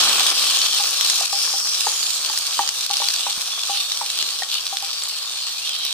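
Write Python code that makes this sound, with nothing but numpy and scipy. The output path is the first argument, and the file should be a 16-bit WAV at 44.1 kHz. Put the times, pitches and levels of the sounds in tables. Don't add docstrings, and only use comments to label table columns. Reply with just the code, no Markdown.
import sys
import numpy as np
from scipy import signal
from scipy.io import wavfile
from scipy.ndimage import uniform_filter1d

SR = 44100
rng = np.random.default_rng(int(sys.argv[2]) if len(sys.argv) > 2 else 0)


def digitize_waveform(pressure):
    field = np.atleast_2d(pressure).T
    bounded = np.clip(field, -1, 1)
    quanta = np.round(bounded * 32767).astype(np.int16)
    wavfile.write(sys.argv[1], SR, quanta)


N = 261895
T = np.arange(N) / SR

# frequency_hz, level_db
BUBBLING_COLOUR = [(40, -33), (100, -43), (170, -23), (280, -23), (350, -10), (500, -6.5), (800, -2),
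                   (970, -4), (1120, 3), (1550, -3.5), (1780, -3.5), (2050, -8.5), (2400, 1.5)]
# frequency_hz, level_db
SIZZLE_COLOUR = [(700, -27.5), (1150, -14.5), (1600, -18), (2080, -19), (2400, -7.5), (3200, -0.5),
                 (4500, 2.5), (4800, -3.5), (5700, -1.5), (5950, -5.5), (6900, -7.5), (7150, -12),
                 (8200, -9), (8700, -12), (12000, -20.5), (15500, -22.5)]
# middle_s, half_length_s, change_db
FLARES = [(.6, 0.39, 2), (0.893, 0.052, -5.5), (1.08, 0.065, 3), (1.36, 0.08, 0.5), (1.627, 0.05, -8.5),
          (3.067, 0.26, 3.5), (3.76, 0.057, 5.5), (4.21, 0.11, 4), (4.545, 0.063, 4), (5.84, 0.14, 4.5)]
# start_s, change_db
DIPS = [(0.324, -4.5), (0.672, -3.5), (1.26, -5.5), (2.693, -3.5), (2.868, -6), (4.436, -3.5)]
# time_s, left_over_right_db
BUBBLING_PLACE = [(0, 0.6), (1.35, 2), (2.05, -0.5), (2.5, 0.5), (3.4, 0.7), (4.1, -0.5), (4.3, 1),
                  (5.2, 1), (5.85, -0.5)]
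# start_s, level_db, pitch_hz, treble_snap_db, left_over_right_db
LARGE_POPS = [(0.196, -2, 3280, -22, 0.0), (0.616, -3, 4070, -26, -1), (1.0101, -1.5, 3900, -18, 0),
              (1.0986, -1, 5470, -29, 1), (1.671, -10, 5300, -49, -4), (2.029, -10, 4370, -29, -9),
              (2.375, -5.5, 4840, -33, -2), (2.6756, -7, 4520, -30, -4), (2.6898, -4.5, 5370, -26, 2),
              (2.8632, -11, 4300, -19, 0.5), (2.9107, -5.5, 4100, -27, 1.5), (2.9687, -4, 5150, -31, 2),
              (3.0857, -2, 4380, -16, 4), (3.1038, -8, 4560, -35, 2), (3.1619, -8.5, 4320, -37, -5),
              (3.919, -5, 3970, -33, 0), (4.101, -7.5, 3700, -30, 1), (4.2256, -6.5, 3100, -39, 5),
              (4.4333, -11, 3340, -33, 8), (4.5417, -10, 4070, -22, 11), (4.7699, -6.5, 3630, -28, 0),
              (5.0361, -11, 7820, -25, 2.5), (5.8504, -12.5, 3900, -13, -9)]
# start_s, length_s, pitch_hz, glide_octaves, level_db
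STEAM_JETS = [(0, 0.79, 3216, -0.036, -29), (0.917, 0.35, 4020, 0.026, -29.5), (1.292, 0.6, 4820, 0, -31),
              (1.286, .5, 5350, 0.062, -26.5), (1.843, .35, 6720, 0.12, -29.5),
              (2.52, 0.2, 3160, -0.061, -35), (3.099, 0.31, 7860, 0.085, -36.5),
              (3.48, .19, 3460, 0.018, -32), (3.761, .21, 3580, .04, -31), (4.899, .38, 4740, -.16, -34),
              (5.249, .17, 3700, -0.047, -33.5), (5.332, 0.25, 4220, 0.0066, -34),
              (5.558, 0.15, 2370, .45, -38), (5.64, .24, 3205, 0, -32), (5.72, 0.26, 3850, 0, -32.5)]
# start_s, level_db, pitch_hz, bowl_ring_db (relative to the knock, before a fixed cut)
SPOON_KNOCKS = [(0.799, -27.5, 895, -2.5), (1.210, -24.5, 696, -10.5), (1.329, -23, 795, -7),
                (1.538, -25.5, 780, -10), (1.868, -12, 835, -47), (2.298, -22.5, 856, -21),
                (2.591, -10, 915, -10.5), (2.901, -26.5, 880, -1), (3.002, -29, 600, -7),
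                (3.018, -18.5, 913, -18), (3.265, -19.5, 960, -11.5), (3.696, -23, 814, -2.5),
                (4.012, -18, 907, -14.5), (4.727, -27.5, 790, -3), (4.824, -31, 870, -4)]
# pitch_hz, level_db, time_to_fall_60_db_s
BOWL_NOTES = [(804, 10.5, 0.13), (755, -6.5, 0.31), (1127, 4.5, 0.046), (1790, -52, .15)]
# pitch_hz, level_db, time_to_fall_60_db_s
CLINK_NOTES = [(770, -17.5, 0.03), (1870, -18.5, 0.037)]
# start_s, level_db, pitch_hz
STOVE_THUDS = [(1.49, -42, 80), (3.376, -32, 221)]
# frequency_hz, level_db
RUMBLE_COLOUR = [(20, -4), (50, -4), (72, -4.5), (100, 0), (200, -3), (400, -11), (1500, -11), (6000, -47)]

RUSH_S = 0.62
DIP_FALL_S, DIP_RECOVER_S = .003, 0.063
SMALL_POPS_PER_S, SMALL_POP_DB, SMALL_POP_SPREAD_DB = 7, -7.5, 3
SMALL_POP_COOL_DB_PER_S, SMALL_POP_SNAP_DB = 4.8, -26
SMALL_POP_HZ, SMALL_POP_SPREAD_OCTAVES = 4340, 0.38
JET_WIDTH_SHARE, JET_NARROW_S = 0.1, 6
JET_FADE_S, JET_SCATTER_DB = 0.029, -0.5
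POUR_DB, POUR_FADE_DB_PER_S = -44, 24
CLINK_AT_S = 4.421
SCRAPE_AT_S, SCRAPE_HALF_S, SCRAPE_DB = 4.22, 0.22, -49
HUM_HZ, HUM_DB = 71, -75.5
EDGE_HZ = 15500


def sizzle():
    crackle = bubbles(per_s=1400, size_db=1.5, clump_db=3.0, scatter_s=0.00045, scatter_db=2.5, largest=5.4)
    haze = bubbles(per_s=12000, size_db=2.5, clump_db=-0.94, scatter_s=0.0022, scatter_db=8.5)
    spray = bubbles(per_s=440, size_db=0.5, clump_db=-10.0, scatter_s=0.00021, scatter_db=12, largest=11.0)
    bright_spray = unit(band(spray, 7300, "high", order=2))
    frying = unit(crackle) + amp(1.0) * unit(haze) + amp(-8.0) * bright_spray
    frying = shifting(colour(frying, SIZZLE_COLOUR))
    coarse = unit(band(band(frying, 5267, "low", order=6), 700, "high"))
    fine = unit(band(frying, 4615, "high", order=6))
    coarse_gain = frying_gain(db=-24.0, rush_db=7.5, cool_db_per_s=0.98, flare_share=1.0)
    fine_gain = frying_gain(db=-19.0, rush_db=1.6, cool_db_per_s=1.97, flare_share=0.25)
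    return coarse * coarse_gain + fine * fine_gain


def shifting(x, patchy_db=2.0, span_s=.09, span_hz=330):
    window, hop = 256, 64
    spectrum = signal.stft(x, nperseg=window, noverlap=window - hop)[2]
    patches = rng.standard_normal(spectrum.shape[1:])
    patches = uniform_filter1d(patches, max(round(span_hz * window / SR), 1), 0)
    patches = uniform_filter1d(patches, max(round(span_s * SR / hop), 1), 1)
    patchy = spectrum * amp(patchy_db * unit(patches))
    return signal.istft(patchy, nperseg=window, noverlap=window - hop)[1][:, :N]


def frying_gain(db, rush_db, cool_db_per_s, flare_share):
    flare_db = sum(size_db * np.exp(-((T - s) / half) ** 2) for s, half, size_db in FLARES)
    rush = rush_db * np.exp(-T / RUSH_S)
    return amp(db + rush - cool_db_per_s * T + flare_share * flare_db)


def dips_db():
    total = 0
    for s, db in DIPS:
        fall = np.clip((T - s) / DIP_FALL_S, 0, 1)
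        total = total + db * fall * np.exp(-((T - s) / DIP_RECOVER_S) ** 2)
    return total


def bubbles(per_s, size_db, clump_db, scatter_s, scatter_db, largest=4.5, count=28):
    clumps = unit(band(rng.standard_normal(N), 31.4, "low", order=1))
    size = amp(size_db * np.minimum(rng.exponential(1, N), largest) + clump_db * clumps)
    clicks = size * rng.choice([-1, 1], N) * (rng.random(N) < per_s / SR)
    spot = rng.integers(0, count, N)
    out = np.zeros((2, N))
    for k in range(count):
        clicks_here = (clicks * (spot == k))[None]
        out += signal.oaconvolve(clicks_here, burst(scatter_s, scatter_db), axes=1)[:, :N]
    return out


def burst(scatter_s, scatter_db, lag_s=.00007, spread_s=.00003, wall_hz=5000):
    t = np.arange(512) / SR - .0004
    lag = lag_s + spread_s * rng.standard_normal()
    direct = np.sinc((t - np.array([[0], [lag]])) * SR)
    fading_noise = rng.standard_normal((2, len(t))) * np.exp(-abs(t) / scatter_s) * (t > 0)
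    wall = band(fading_noise, wall_hz, "high", order=1)
    return direct + amp(scatter_db) * wall / np.linalg.norm(wall, axis=1, keepdims=True)


def bubbling():
    blips = bubbles(per_s=2500, size_db=3, clump_db=1.5, scatter_s=0.0006, scatter_db=7)
    dull = unit(band(colour(blips, BUBBLING_COLOUR), 2280, "low", order=6))
    return dull * frying_gain(db=-36.5, rush_db=12.0, cool_db_per_s=1.18, flare_share=0.13)


def ticks():
    near = bubbles(per_s=130, size_db=3.5, clump_db=3.5, scatter_s=0.00022, scatter_db=-4,
                   largest=2.6, count=12)
    near = unit(band(colour(near, SIZZLE_COLOUR), 650, "high", order=2))
    return near * frying_gain(db=-30, rush_db=2, cool_db_per_s=1.03, flare_share=0.97)


def pops():
    out = np.zeros((2, N))
    for s, db, hz, treble_db, pan_db in LARGE_POPS:
        add(out, s, pop(db, hz, treble_db, pan_db))
    return out


def small_pops(pan_spread_db=3.5, count=100):
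    out = np.zeros((2, N))
    times = np.cumsum(rng.exponential(1, count)) / SMALL_POPS_PER_S
    traits = np.clip(rng.standard_normal((count, 3)), -2, 2)
    for s, (size, pitch, side) in zip(times[times < T[-1]], traits):
        db = SMALL_POP_DB + SMALL_POP_SPREAD_DB * size - SMALL_POP_COOL_DB_PER_S * s
        hz = SMALL_POP_HZ * 2 ** (SMALL_POP_SPREAD_OCTAVES * pitch)
        add(out, s, pop(db, hz, db + SMALL_POP_SNAP_DB, pan_spread_db * side))
    return out


def pop(db, hz, treble_db, pan_db, ring_s=0.00054, ring_db=12, snap_db=15.5, crack=0.5):
    t = np.arange(200) / SR
    puff = 1.14 * np.exp(-t / .00004)
    ring = np.exp(-t / ring_s) * np.cos(2 * np.pi * hz * t) + puff
    click = burst(scatter_s=0.0016, scatter_db=6.5, lag_s=.00003, spread_s=.00001)
    body = signal.fftconvolve(click, ring[None], axes=1)
    body = band(band(body, 1800, "high", order=1) + crack * body, 530, "high", order=2)
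    snap = burst(scatter_s=0.0012, scatter_db=23, lag_s=.00001, spread_s=.00001)
    snap = band(snap, 5600, "high", order=2)
    body = band(body, 8600, "low")[:, :snap.shape[1]]
    body = body / np.linalg.norm(body, axis=1, keepdims=True)
    snap = snap / np.linalg.norm(snap, axis=1, keepdims=True)
    sound = amp(db + ring_db) * body + amp(treble_db + snap_db) * snap
    return sound * amp(np.array([[1], [-1]]) * pan_db / 2)


def squeals(lag_s=.00006):
    out = np.zeros((2, N))
    for start, length, hz, glide, db in STEAM_JETS:
        t = np.arange(max(round(length * SR), 64)) / SR
        width = hz * JET_WIDTH_SHARE * np.exp(-start / JET_NARROW_S)
        noise = rng.standard_normal((3, SR)) + 1j * rng.standard_normal((3, SR))
        flutter = band(noise, width / 2, "low", order=2)[:, -len(t):]
        flutter = flutter[0] + amp(JET_SCATTER_DB) * flutter[1:]
        turns = np.cumsum(hz * 2 ** (glide * t / length)) / SR - hz * np.array([[0], [lag_s]])
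        jet = unit((flutter * np.exp(2j * np.pi * turns)).real)
        fade = np.clip(np.minimum(t, length - t) / JET_FADE_S, 0, 1)
        add(out, start, amp(db) * jet * fade)
    return out


def knocks(rise_s=0.00056, damp_s=0.0041, bend=0.53, bend_s=0.0008,
           overtone_hz=1870, overtone_db=-14, overtone_s=0.006,
           scrape_db=-13.0, scrape_s=0.009, lag_s=0.00011):
    out = np.zeros((2, N))
    t = np.maximum(np.arange(SR // 4) / SR - np.array([[0], [lag_s]]), 0)
    onset = 1 - np.exp(-t / rise_s)
    swell = onset ** 2 * np.exp(-t / damp_s)
    overtone = amp(overtone_db) * np.exp(-t / overtone_s) * np.sin(2 * np.pi * overtone_hz * t)
    for s, db, hz, ring_db in SPOON_KNOCKS:
        bent_hz = hz * (1 + bend * np.exp(-t / bend_s)) * (t > 0)
        knock = swell / swell.max() * np.sin(2 * np.pi * np.cumsum(bent_hz, axis=1) / SR)
        grip = 1 + 0.0084 * rng.standard_normal()
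        ring = sum(amp(note_db - 60 * t / t60) * np.sin(2 * np.pi * note_hz * grip * t)
                   for note_hz, note_db, t60 in BOWL_NOTES)
        rasp = unit(band(rng.standard_normal(t.shape[1]), [430, 1400], "band", order=2))
        rasp = amp(scrape_db) * rasp * np.exp(-t / scrape_s)
        add(out, s, amp(db) * (knock + onset * (overtone + rasp + amp(ring_db - 4) * ring)))
    return out * amp([[.8], [-.8]])


def clink(rise_s=0.00058):
    out, t = np.zeros((2, N)), np.arange(SR // 10) / SR
    ring = sum(amp(db - 60 * t / t60) * np.sin(2 * np.pi * hz * t) for hz, db, t60 in CLINK_NOTES)
    add(out, CLINK_AT_S, band(ring * (1 - np.exp(-t / rise_s)), 450, "high", order=2))
    return out


def scrape(slips_per_s=400):
    slips = rng.standard_normal(N) * (rng.random(N) < slips_per_s / SR)
    dull_slips = unit(band(slips, [280, 1300], "band", order=3))
    return dull_slips * amp(SCRAPE_DB) * np.exp(-((T - SCRAPE_AT_S) / SCRAPE_HALF_S) ** 2)


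def pour():
    landings = bubbles(per_s=500, size_db=-4.0, clump_db=-0.5, scatter_s=0.0018, scatter_db=0, count=6)
    patter = unit(band(band(landings, [190, 420], "band", order=1), 500, "low"))
    return patter * amp(POUR_DB - POUR_FADE_DB_PER_S * T)


def thuds(decay_s=0.0022):
    out, t = np.zeros((2, N)), np.arange(SR // 10) / SR
    for s, db, hz in STOVE_THUDS:
        add(out, s, amp(db) * np.exp(-t / decay_s) * np.sin(2 * np.pi * hz * t))
    return out


def kitchen(x, t60=0.28, wet_db=-13):
    t = np.arange(SR // 3) / SR
    tail = rng.standard_normal((2, len(t))) * amp(-60 * t / t60) * (t > .004)
    tail = tail / np.linalg.norm(tail[0])
    return x + amp(wet_db) * signal.oaconvolve(x, tail, axes=1)[:, :N]


def rumble():
    return amp(-64.5) * unit(colour(rng.standard_normal((1, N)), RUMBLE_COLOUR))


def hum():
    return amp(HUM_DB) * unit(np.sin(2 * np.pi * HUM_HZ * T))


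def amp(db):
    return 10 ** (np.asarray(db) / 20)


def unit(x):
    return x / np.sqrt(np.mean(x ** 2) + 1e-20)


def curve(rows, column):
    rows = np.asarray(rows)
    return np.interp(T, rows[:, 0], rows[:, column])


def add(mix, s, sound):
    part = mix[:, max(round(s * SR), 0):][:, :sound.shape[-1]]
    part += sound[..., :part.shape[1]]


def colour(x, points):
    hz, db = np.transpose(points)
    grid_hz = abs(np.fft.fftfreq(4096, 1 / SR))
    log_gain = np.log(amp(np.interp(np.log(grid_hz + 1), np.log(hz), db)))
    taps = np.fft.ifft(np.exp(np.conj(signal.hilbert(log_gain)))).real[:2048]
    return signal.oaconvolve(x, taps[None], axes=1)[:, :x.shape[1]]


def band(x, hz, kind, order=4):
    return signal.sosfilt(signal.butter(order, hz, kind, fs=SR, output="sos"), x)


def scene():
    dull_bubbling = amp(-1.0) * kitchen(bubbling(), t60=0.14, wet_db=-6.5)
    pan = sizzle() + ticks() + squeals() + small_pops() + dull_bubbling
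    left_right_db = np.array([[1], [-1]]) * curve(BUBBLING_PLACE, 1) / 2
    pan = pan * amp(dips_db() + left_right_db)
    echoing = kitchen(pour() + pops() + knocks() + clink() + scrape() + thuds())
    return pan + echoing + rumble() + hum()


def record(dry):
    taps = signal.firwin(401, EDGE_HZ, window=("kaiser", 9), fs=SR)
    return signal.oaconvolve(np.clip(dry, -.8, .8), taps[None], "same", axes=1)


dry = scene()
out = record(dry)
digitize_waveform(out)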